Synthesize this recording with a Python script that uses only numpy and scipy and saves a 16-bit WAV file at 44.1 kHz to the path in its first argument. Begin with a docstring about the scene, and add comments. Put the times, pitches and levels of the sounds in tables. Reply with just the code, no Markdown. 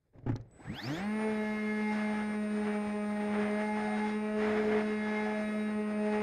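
"""Model plane launch, heard on board

A bungee pulls a small electric plane off a plastic-pipe ramp; it scrapes and knocks on the rails.
The brushless motor speeds up while its controller whistles. Then shaft and propeller drone through
the foam body as rough air buffets it, with now and then a hollow hoot."""
import sys
import numpy as np
from scipy import signal
from scipy.fft import rfft, irfft, next_fast_len
from scipy.io import wavfile
from scipy.ndimage import uniform_filter1d

SR = 44100
rng = np.random.default_rng(int(sys.argv[2]) if len(sys.argv) > 2 else 0)


def dump_mix(stems):
    """Bounce the given channels to the path in sys.argv[1] as a 16-bit WAV at rate SR."""
    frames = np.atleast_2d(stems).T  # one column per channel
    limited = np.clip(frames, -1, 1)  # hard clip at full scale
    pcm = np.round(limited * 32767).astype(np.int16)
    wavfile.write(sys.argv[1], SR, pcm)


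N = 274408
T = np.arange(N) / SR
MOTOR_START_S, FULL_THROTTLE_S = 0.584, 1.125
# Gusts in flight; each sound takes its own share: time_s, body_db, propeller_db, hiss_db
GUSTS = [(1.2, 3, 1, 1), (1.32, 5, 6.5, 2.5), (1.45, 2, -2, 2), (1.7, -0.5, -2.5, 1), (1.9, -1.5, -1, 4),
         (2.08, 1.5, 5, 4), (2.22, 2, 1, 2), (2.33, 2.5, -2.5, -0.5), (2.47, -1, -5.5, 0),
         (2.67, 2.5, 4.5, 3.5), (2.95, -1.5, -3.5, 0), (3.2, 0, -0.5, 1.5), (3.45, 6, 7.5, 3.5),
         (3.7, 1, 3, 3.5), (3.9, 3, 6, 5), (4.08, 2.5, 3, 5.5), (4.2, -5, -3, -2), (4.35, 2.5, 0.5, 1),
         (4.43, 10, 9.5, 7.5), (4.75, 10, 8, 4.5), (4.95, -0.5, -2, 1), (5.28, 1, 5, 3.5),
         (5.5, 3, -1.5, 1), (5.7, 0.5, -4, -3), (5.95, 1.5, -1, -1.5), (6.2, 6, 8.5, 7)]


def undb(db):
    """Turn decibels into a gain."""
    return 10 ** (np.asarray(db) / 20)


def curves(table):
    """Join a table's timed points into one line per column."""
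    times, *columns = np.transpose(table)
    return [np.interp(T, times, column) for column in columns]


def wander(rate_hz):
    """A smooth random wobble, about 1 in size."""
    hold = int(SR / rate_hz)
    steps = np.repeat(rng.standard_normal(N // hold + 1), hold)
    return 1.237 * uniform_filter1d(uniform_filter1d(steps, hold), hold)[:N]


def tone(turns, db):
    """A sine wave at an average (rms) level, starting anywhere in its cycle."""
    return np.sqrt(2) * undb(db) * np.sin(2 * np.pi * (turns + rng.random()))


def noise(points, pulse=1):
    """Noise of rms 1, shaped by (pitch_hz, level_db) points and falling away outside them."""
    hz, db = np.transpose(points)
    size = next_fast_len(N)
    log_hz = np.log(np.fft.rfftfreq(size, 1 / SR) + 1)
    shape_db = np.interp(log_hz, np.log(np.r_[hz[0] / 2, hz, hz[-1] * 4]),
                         np.r_[db[0] - 20, db, db[-1] - 70])
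    shaped = irfft(rfft(pulse * rng.standard_normal(N), size) * undb(shape_db), size)[:N]
    return shaped / np.sqrt(np.mean(shaped ** 2))


def shaft():
    """Shaft speed and turns so far; it trembles most while the slow rotor tugs past the magnets."""
    speed = [(.58, 12.6), (.724, 55.3), (.796, 83.8), (.868, 123), (.976, 173.8), (1.012, 193.4),
             (1.048, 205.7), (1.084, 210.7), (1.16, 215.65), (1.25, 217.1), (1.3, 216.43), (1.36, 214),
             (1.45, 213.41), (2, 212.16), (2.6, 210.31), (2.8, 208.65), (3.52, 208.65), (3.62, 211.8),
             (3.75, 212), (3.9, 211.38), (4.3, 212.86), (4.6, 213.35), (5.1, 212.31), (5.3, 212.58),
             (5.7, 212.01), (5.9, 210.89), (6.17, 211.05)]  # how fast it spins: time_s, speed_hz
    hz = uniform_filter1d(curves(speed)[0], size=900)
    hz = hz * (1 + 0.00046 * wander(14) + 0.0093 * (1 - hz / hz.max()) * wander(120))
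    return hz, np.cumsum(hz) / SR


def motor(hz, turns):
    """Tones at k times the shaft speed: unbalance and blades drone, magnets passing coils whine."""
    strain = {5: 2, 7: 3, 8: 3.3, 10: 2.4, 12: 9.3, 16: 11, 18: 8, 24: 9.9, 28: 16, 30: 17, 34: 15}  # tones that grow while the motor pulls hard: multiple, extra_db
    rising, flying = run_up_levels(hz), flight_levels()
    in_flight = np.clip((T - FULL_THROTTLE_S) / 0.059 + 1, 0, 1)
    spin_db = 32 * np.log10(hz / hz.max())  # forces grow with speed
    chopping = np.clip((1.06 - T) / 0.063, 0, 1)  # the current turns smooth at full throttle
    # uneven magnets wobble the high tones once and twice a turn
    wobble = chopping * .4 * (np.sin(2 * np.pi * turns) + np.sin(4 * np.pi * turns)) / (2 * np.pi)
    out = 0
    for k in sorted({*rising, *flying}):
        flight_db = flying.get(k, -110)
        strain_db = chopping * (strain.get(k, 0) + .6 * body_boost_db(k * hz))
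        early_db = rising.get(k, flight_db + spin_db + strain_db)
        db = (1 - in_flight) * early_db + in_flight * flight_db
        rasp_db = 4 * chopping * wander(110.45) if k > 6 else 0
        flutter_db = (.7 if k in (1, 42) else 2.6) * wander(32)  # uneven air meets the blades
        out = out + tone(k * turns + (k > 12) * wobble, db + flutter_db + rasp_db)
    return np.clip((T - MOTOR_START_S) / 0.018, 0, 1) * out


def body_boost_db(hz):
    """The foam body carries some pitches of the motor better than others."""
    mount = [(60, -12), (130, 7.5), (165, -4.5), (220, 4), (250, -1), (300, 6.5), (350, 0.5), (415, -17),
             (560, -5), (800, 0), (1200, -13), (1780, 3), (2250, 1), (2800, -2.5), (3450, 4), (4000, -5),
             (4500, 4), (5200, 3.5), (5800, -15), (6600, -5), (7300, -12.5), (8900, -9)]  # path from motor to microphone: pitch_hz, boost_db
    pitch_hz, boost_db = np.transpose(mount)
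    return np.interp(np.log(hz), np.log(pitch_hz), boost_db)


def run_up_levels(hz):
    """Each rising tone swells and dips as it sweeps through the body's resonances."""
    # Rising tones: multiple, (base_at_half_speed_db, growth_db_per_doubling)
    run_up = {1: (-50.5, 12.3), 2: (-48, 6.8), 3: (-53.5, 0), 4: (-49.5, 0), 6: (-57, 3), 14: (-62, -2),
              21: (-53.5, -2.2), 42: (-54, -3.5), 63: (-68, -4)}
    shudder = [(.58, -13), (.64, -12), (.7, 7.5), (.735, 4.5), (.79, -14.5), (.86, 1.5), (.92, 3),
               (1.08, 2)]  # low tones shake as the rotor catches: time_s, change_db
    # Magnet tones are weaker until the controller chops faster: multiple, change_db
    soft_start = {21: -14, 42: -8.5, 63: -14}
    soft = np.clip((.75 - T) / 0.016, 0, 1)
    shudder_db = curves(shudder)[0]
    fade_db = -110 * np.maximum(T - 0.92, 0)  # two tones die away as the throttle opens
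    return {k: db + growth * np.log2(2 * hz / hz.max()) + body_boost_db(k * hz)
            + (k <= 6) * shudder_db + soft_start.get(k, 0) * soft + (k in (21, 63)) * fade_db
            for k, (db, growth) in run_up.items()}


def flight_levels():
    """In flight every motor tone wavers, and the strong ones also swell with the gusts."""
    strong = {1: (-34.5, 0.063, 0.68), 2: (-43.5, 0.58, 1.35), 3: (-48.5, 0.06, 1.3),
              4: (-50.5, 0.089, 1.5), 8: (-50, .2, 1.4), 10: (-49, 0.071, 1.3), 42: (-65, .05, .8)}  # main tones: multiple, (level_db, gust_share, waver_db)
    weak = {5: -58, 6: -57, 7: -61, 9: -57, 11: -59.5, 12: -62, 13: -65, 14: -70, 16: -72, 17: -78.5, 18:
            -69.5, 20: -80, 21: -77.5, 22: -79, 23: -81, 24: -78, 26: -80, 28: -81.5, 30: -85.5, 31: -87.5,
            34: -87.5, 70: -102}  # faint tones: multiple, level_db
    # Multiples 2, 3 and 4 swell by turns: time_s, second_db, third_db, fourth_db
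    swells = [(1.12, -5, -3, -6), (1.3, 6, 3.5, 3), (1.42, 3, 3.5, 4.5), (1.6, -1.5, -1.5, -7),
              (1.88, 0.5, -9, 9), (2.02, -4.5, 7, -4), (2.14, -3, 0, 7.5), (2.28, -9.5, -7.5, -1.5),
              (2.47, 0, 2, -17), (2.62, 2, -4, 2.5), (2.92, -5.5, 3, 1.5), (3.25, 1.5, 1, 3.5),
              (3.55, 2, 9, 2.5), (3.75, -1, 3.5, 9.5), (3.93, 1.5, 6, 2), (4.05, 2, -17, 6),
              (4.32, 4, 6, -4), (4.6, 5.5, 0.5, -10), (4.85, 4, 3.5, -7), (5.05, -1, 1.5, 0.5),
              (5.3, -0.5, 3, 8), (5.5, -7, -1, -6.5), (5.62, -2, 1.5, -8), (5.8, 3.5, 0.5, -2),
              (5.92, -1.5, 2.5, -9), (6.05, 4, 6, 4), (6.22, 6.5, 2.5, 1)]
    buzz = [(1.12, -4.5), (1.4, 1), (2.2, 0), (2.45, -9.5), (3.35, -9.5), (3.6, 0), (4.1, -1), (4.3, -9.5),
            (4.6, -4.5), (5.2, 2), (5.7, -5), (5.87, -14), (6.1, -7)]  # buzz of multiples 8 and 10: time_s, change_db
    whine = [(1.12, 0), (1.22, 4), (1.42, -4.5), (1.9, -1), (2.6, 2), (3.4, -1.5), (3.75, 1), (4.4, -4),
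             (6.2, -1)]  # magnet whine, multiple 42: time_s, change_db
    gust_db, buzz_db, whine_db = (curves(table)[0] for table in (GUSTS, buzz, whine))
    second, third, fourth = curves(swells)
    change_db = {2: second, 3: third, 4: fourth, 8: buzz_db, 10: buzz_db, 42: whine_db}
    levels = {k: db + share * gust_db + waver_db * wander(6) + change_db.get(k, 0)
              for k, (db, share, waver_db) in strong.items()}
    for k, db in weak.items():  # the high ones come and go with the buzz
        levels[k] = db + 1.6 * wander(5.043) + (k > 15) * .6 * (buzz_db + 4)
    return levels


def slide_and_wind(turns):
    """Rails scrape, then wind gusts and pulses with each propeller turn; the blade tips hiss."""
    # Steady scraping as the plane slides along the rails, then wind rising as the motor speeds up:
    # time_s, rumble_db, roar_db, rush_db, hiss_db
    levels = [(0, -75, -84, -95, -99), (.12, -76, -84, -93, -99), (.15, -69, -61.5, -79, -94),
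              (.42, -70, -63, -84, -95), (.5, -60, -63, -77, -99), (.56, -60, -60, -71, -86),
              (.6, -63, -58, -59, -76), (.67, -53, -60, -57, -73), (.72, -50, -51, -55, -70),
              (.78, -61, -57.5, -50.5, -62), (.9, -64, -46.5, -46.5, -55.5), (.96, -56, -48, -53, -57),
              (1.02, -55, -49.5, -43.5, -62), (1.1, -59, -55, -55.5, -72), (1.2, -62, -55, -50, -67)]
    shares = (0.49, 1.07, 1.03, 1.18)  # how much each band follows the gusts: rumble, roar, rush, hiss
    rumble = [(25, -8), (45, -4), (80, 0.5), (120, -1.5), (180, -5.5)]  # deep noise in the body: pitch_hz, level_db
    roar = [(160, -3), (280, 4), (520, 1.5), (660, -4), (735, -11.5), (820, -8.5), (950, -18)]  # rail scraping at first, later air on the body: pitch_hz, level_db
    rush = [(800, 1.5), (1000, -5), (1500, -3), (2100, -3.5), (2700, -14.5), (3400, -19)]  # higher noise, in flight from the blades: pitch_hz, level_db
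    hiss = [(2900, -22), (3400, -3), (3700, -1.5), (4300, -3), (4600, -6.5), (5100, 0), (5700, -10.5),
            (6600, -8), (7100, -11), (7700, -16), (8400, -19), (9500, -22)]  # hiss through the motor mount: pitch_hz, level_db
    tip_hiss = [(8000, 0), (10000, -1.5), (12000, -4), (14000, -6), (15600, -4)]  # hiss of the blade tips: pitch_hz, level_db
    pulse_depths = (0.1, 0.23, 0.2, 0.18)
    shared_flutter_db, own_flutter_db = (0.38, 1.7, 2.1, 0.98), (2.4, 0.96, 1.1, 1.1)
    out, flutter = 0, wander(30)
    body_db, blades_db, hiss_db = curves(GUSTS) * np.clip((T - FULL_THROTTLE_S) / .08, 0, 1)
    bands = zip((rumble, roar, rush, hiss), curves(levels), (body_db, body_db, blades_db, hiss_db),
                shares, pulse_depths, shared_flutter_db, own_flutter_db)
    for points, db, gust_db, share, depth, shared_db, own_db in bands:
        band = noise(points, pulse=1 + depth * np.cos(2 * np.pi * turns))
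        out = out + band * undb(db + share * gust_db + shared_db * flutter + own_db * wander(34))
    tip_db = np.interp(T, (.5, .75, 1.0), (-99, -86, -77.5))
    return out + noise(tip_hiss) * undb(tip_db + 0.53 * wander(1.2) + 1.6 * wander(8.3))


def knocks_and_ticks():
    """Each knock on the rails rings the body and scrapes briefly; ticks are tiny bursts of treble."""
    knocks = [(0.134, -61, -11, -72, 8.7), (0.153, -46.5, 7, -71, 17), (0.184, -44.5, -1.5, -53.5, 5.5),
              (0.232, -42, 7, -70, 10), (0.263, -29, -14, -47, 9.9), (0.267, -24, -5.5, -57, 11),
              (0.273, -29, -6, -63, 9.3), (0.282, -40, -6, -49, 14), (0.290, -23.5, -3.5, -43.5, 9.2),
              (0.298, -26.5, -14, -49, 6), (0.319, -35, 2, -44, 5.7), (0.328, -25, 8, -63, 5.8),
              (0.333, -32, 8, -63, 8.7), (0.355, -29, -2, -47, 13), (0.398, -36.5, 10, -67, 20),
              (0.455, -49, 9, -74, 12)]  # hits on the rails: start_s, peak_db, bass_db, scrape_db, scrape_fade_ms
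    body = [(46, -10, 0.1), (117.2, 4, 0.16), (192, -13, 0.12), (265, 0, 0.075), (353, -3.5, 0.046),
            (542, -11.5, 0.036), (843, -13.5, 0.044)]  # notes the body rings at: pitch_hz, level_db, ring_s (to fall 60 dB)
    scrape = [(400, 3.5), (900, 0.5), (1900, -0.5), (2600, -13), (4000, -23.5), (7000, -30)]  # rubbing on the rails: pitch_hz, level_db
    ticks = [(0.187, -76), (0.362, -44.5), (0.412, -62), (0.416, -70), (0.511, -70), (3.513, -51)]  # sharp clicks: start_s, level_db
    rings, scrape_level, tick_level = np.zeros((3, N))
    t = np.arange(SR // 3) / SR
    hz, db, ring_s = np.transpose(body)[:, :, None]
    for start_s, peak_db, bass_db, scrape_db, fade_ms in knocks:
        chance = rng.standard_normal((len(body), 1))
        gain = undb(db + bass_db * (hz < 150) + 2.2 * chance)
        notes = gain * undb(-60 * t / ring_s) * np.sin(2 * np.pi * hz * t + 0.99 * chance)
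        ring = notes.sum(axis=0) * (1 - np.exp(-t / 0.0013))  # foam softens the hit
        span = slice(int(start_s * SR), int(start_s * SR) + len(t))
        rings[span] += undb(peak_db) * ring / np.abs(ring).max()
        scrape_level[span] += undb(scrape_db) * (1 - np.exp(-t / 0.0019)) * np.exp(-t * 1000 / fade_ms)
    for start_s, level_db in ticks:
        first = int(start_s * SR)
        tick_level[first:first + len(t)] += undb(level_db) * np.exp(-t / 0.0011)
    treble = noise([(2500, -4), (4000, 6), (7000, 3), (9000, -18)])
    return rings + scrape_level * noise(scrape) + tick_level * treble


def hoots():
    """Gusts make a hollow space hoot: a narrow band of noise swells and fades."""
    gusts = [(2.064, 0.099, 740, -54), (2.704, 0.085, 730, -48.5), (3.875, 0.17, 748, -46.5),
             (4.65, 0.31, 697, -46.5), (5.307, 0.11, 748, -46.5)]  # one hoot each: middle_s, length_s, pitch_hz, level_db
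    out = 0
    for middle_s, length_s, hz, db in gusts:
        swell = np.exp(-8 * ((T - middle_s) / length_s) ** 4)
        out = out + undb(db) * swell * noise([(hz - 60, -30), (hz, 0), (hz + 60, -30)])
    return out


def controller(turns):
    """Chopping the current makes a whistle; switching between coils adds tones on either side."""
    stages = [(0.478, 0.51, 7957), (0.51, 0.752, 7957), (0.745, 0.99, 11881), (0.99, 3.9, 11881)]  # whistles: start_s, end_s, pitch_hz
    # Each whistle and, relative to it, its side tones (counted in shaft multiples):
    # level_db, below_42_db, below_21_db, above_42_db
    levels = [(-88, -40, -40, -40), (-71, -30, -30, -26), (-72, -5, -7, -28), (-88, -40, -40, -40)]
    out = 0
    for (start_s, end_s, hz), (db, *sides_db) in zip(stages, levels):
        length_s = end_s - start_s
        gate = np.clip(np.minimum(T - start_s, end_s - T) / .003, 0, 1)
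        fade_db = -22 * (T - start_s) / length_s
        sides = sum(tone(hz * T + k * turns, db + side_db + (k == -42) * fade_db + 5 * wander(60))
                    for k, side_db in zip((-42, -21, 42), sides_db))
        whistle = tone(hz * T, db + length_s * (0.5 * wander(9) + 0.05 * fade_db))
        out = out + gate * (whistle + sides)
    return out


def scene():
    """Everything reaches the microphone through the plane's body, with no echo."""
    hz, turns = shaft()
    mix = knocks_and_ticks() + motor(hz, turns) + controller(turns) + slide_and_wind(turns) + hoots()
    return mix[None]


def record(dry):
    """Cut away the highest treble."""
    top_hz = 15655
    return signal.sosfilt(signal.ellip(12, .2, 70, top_hz, fs=SR, output="sos"), dry)


dry = scene()
out = record(dry)
dump_mix(out)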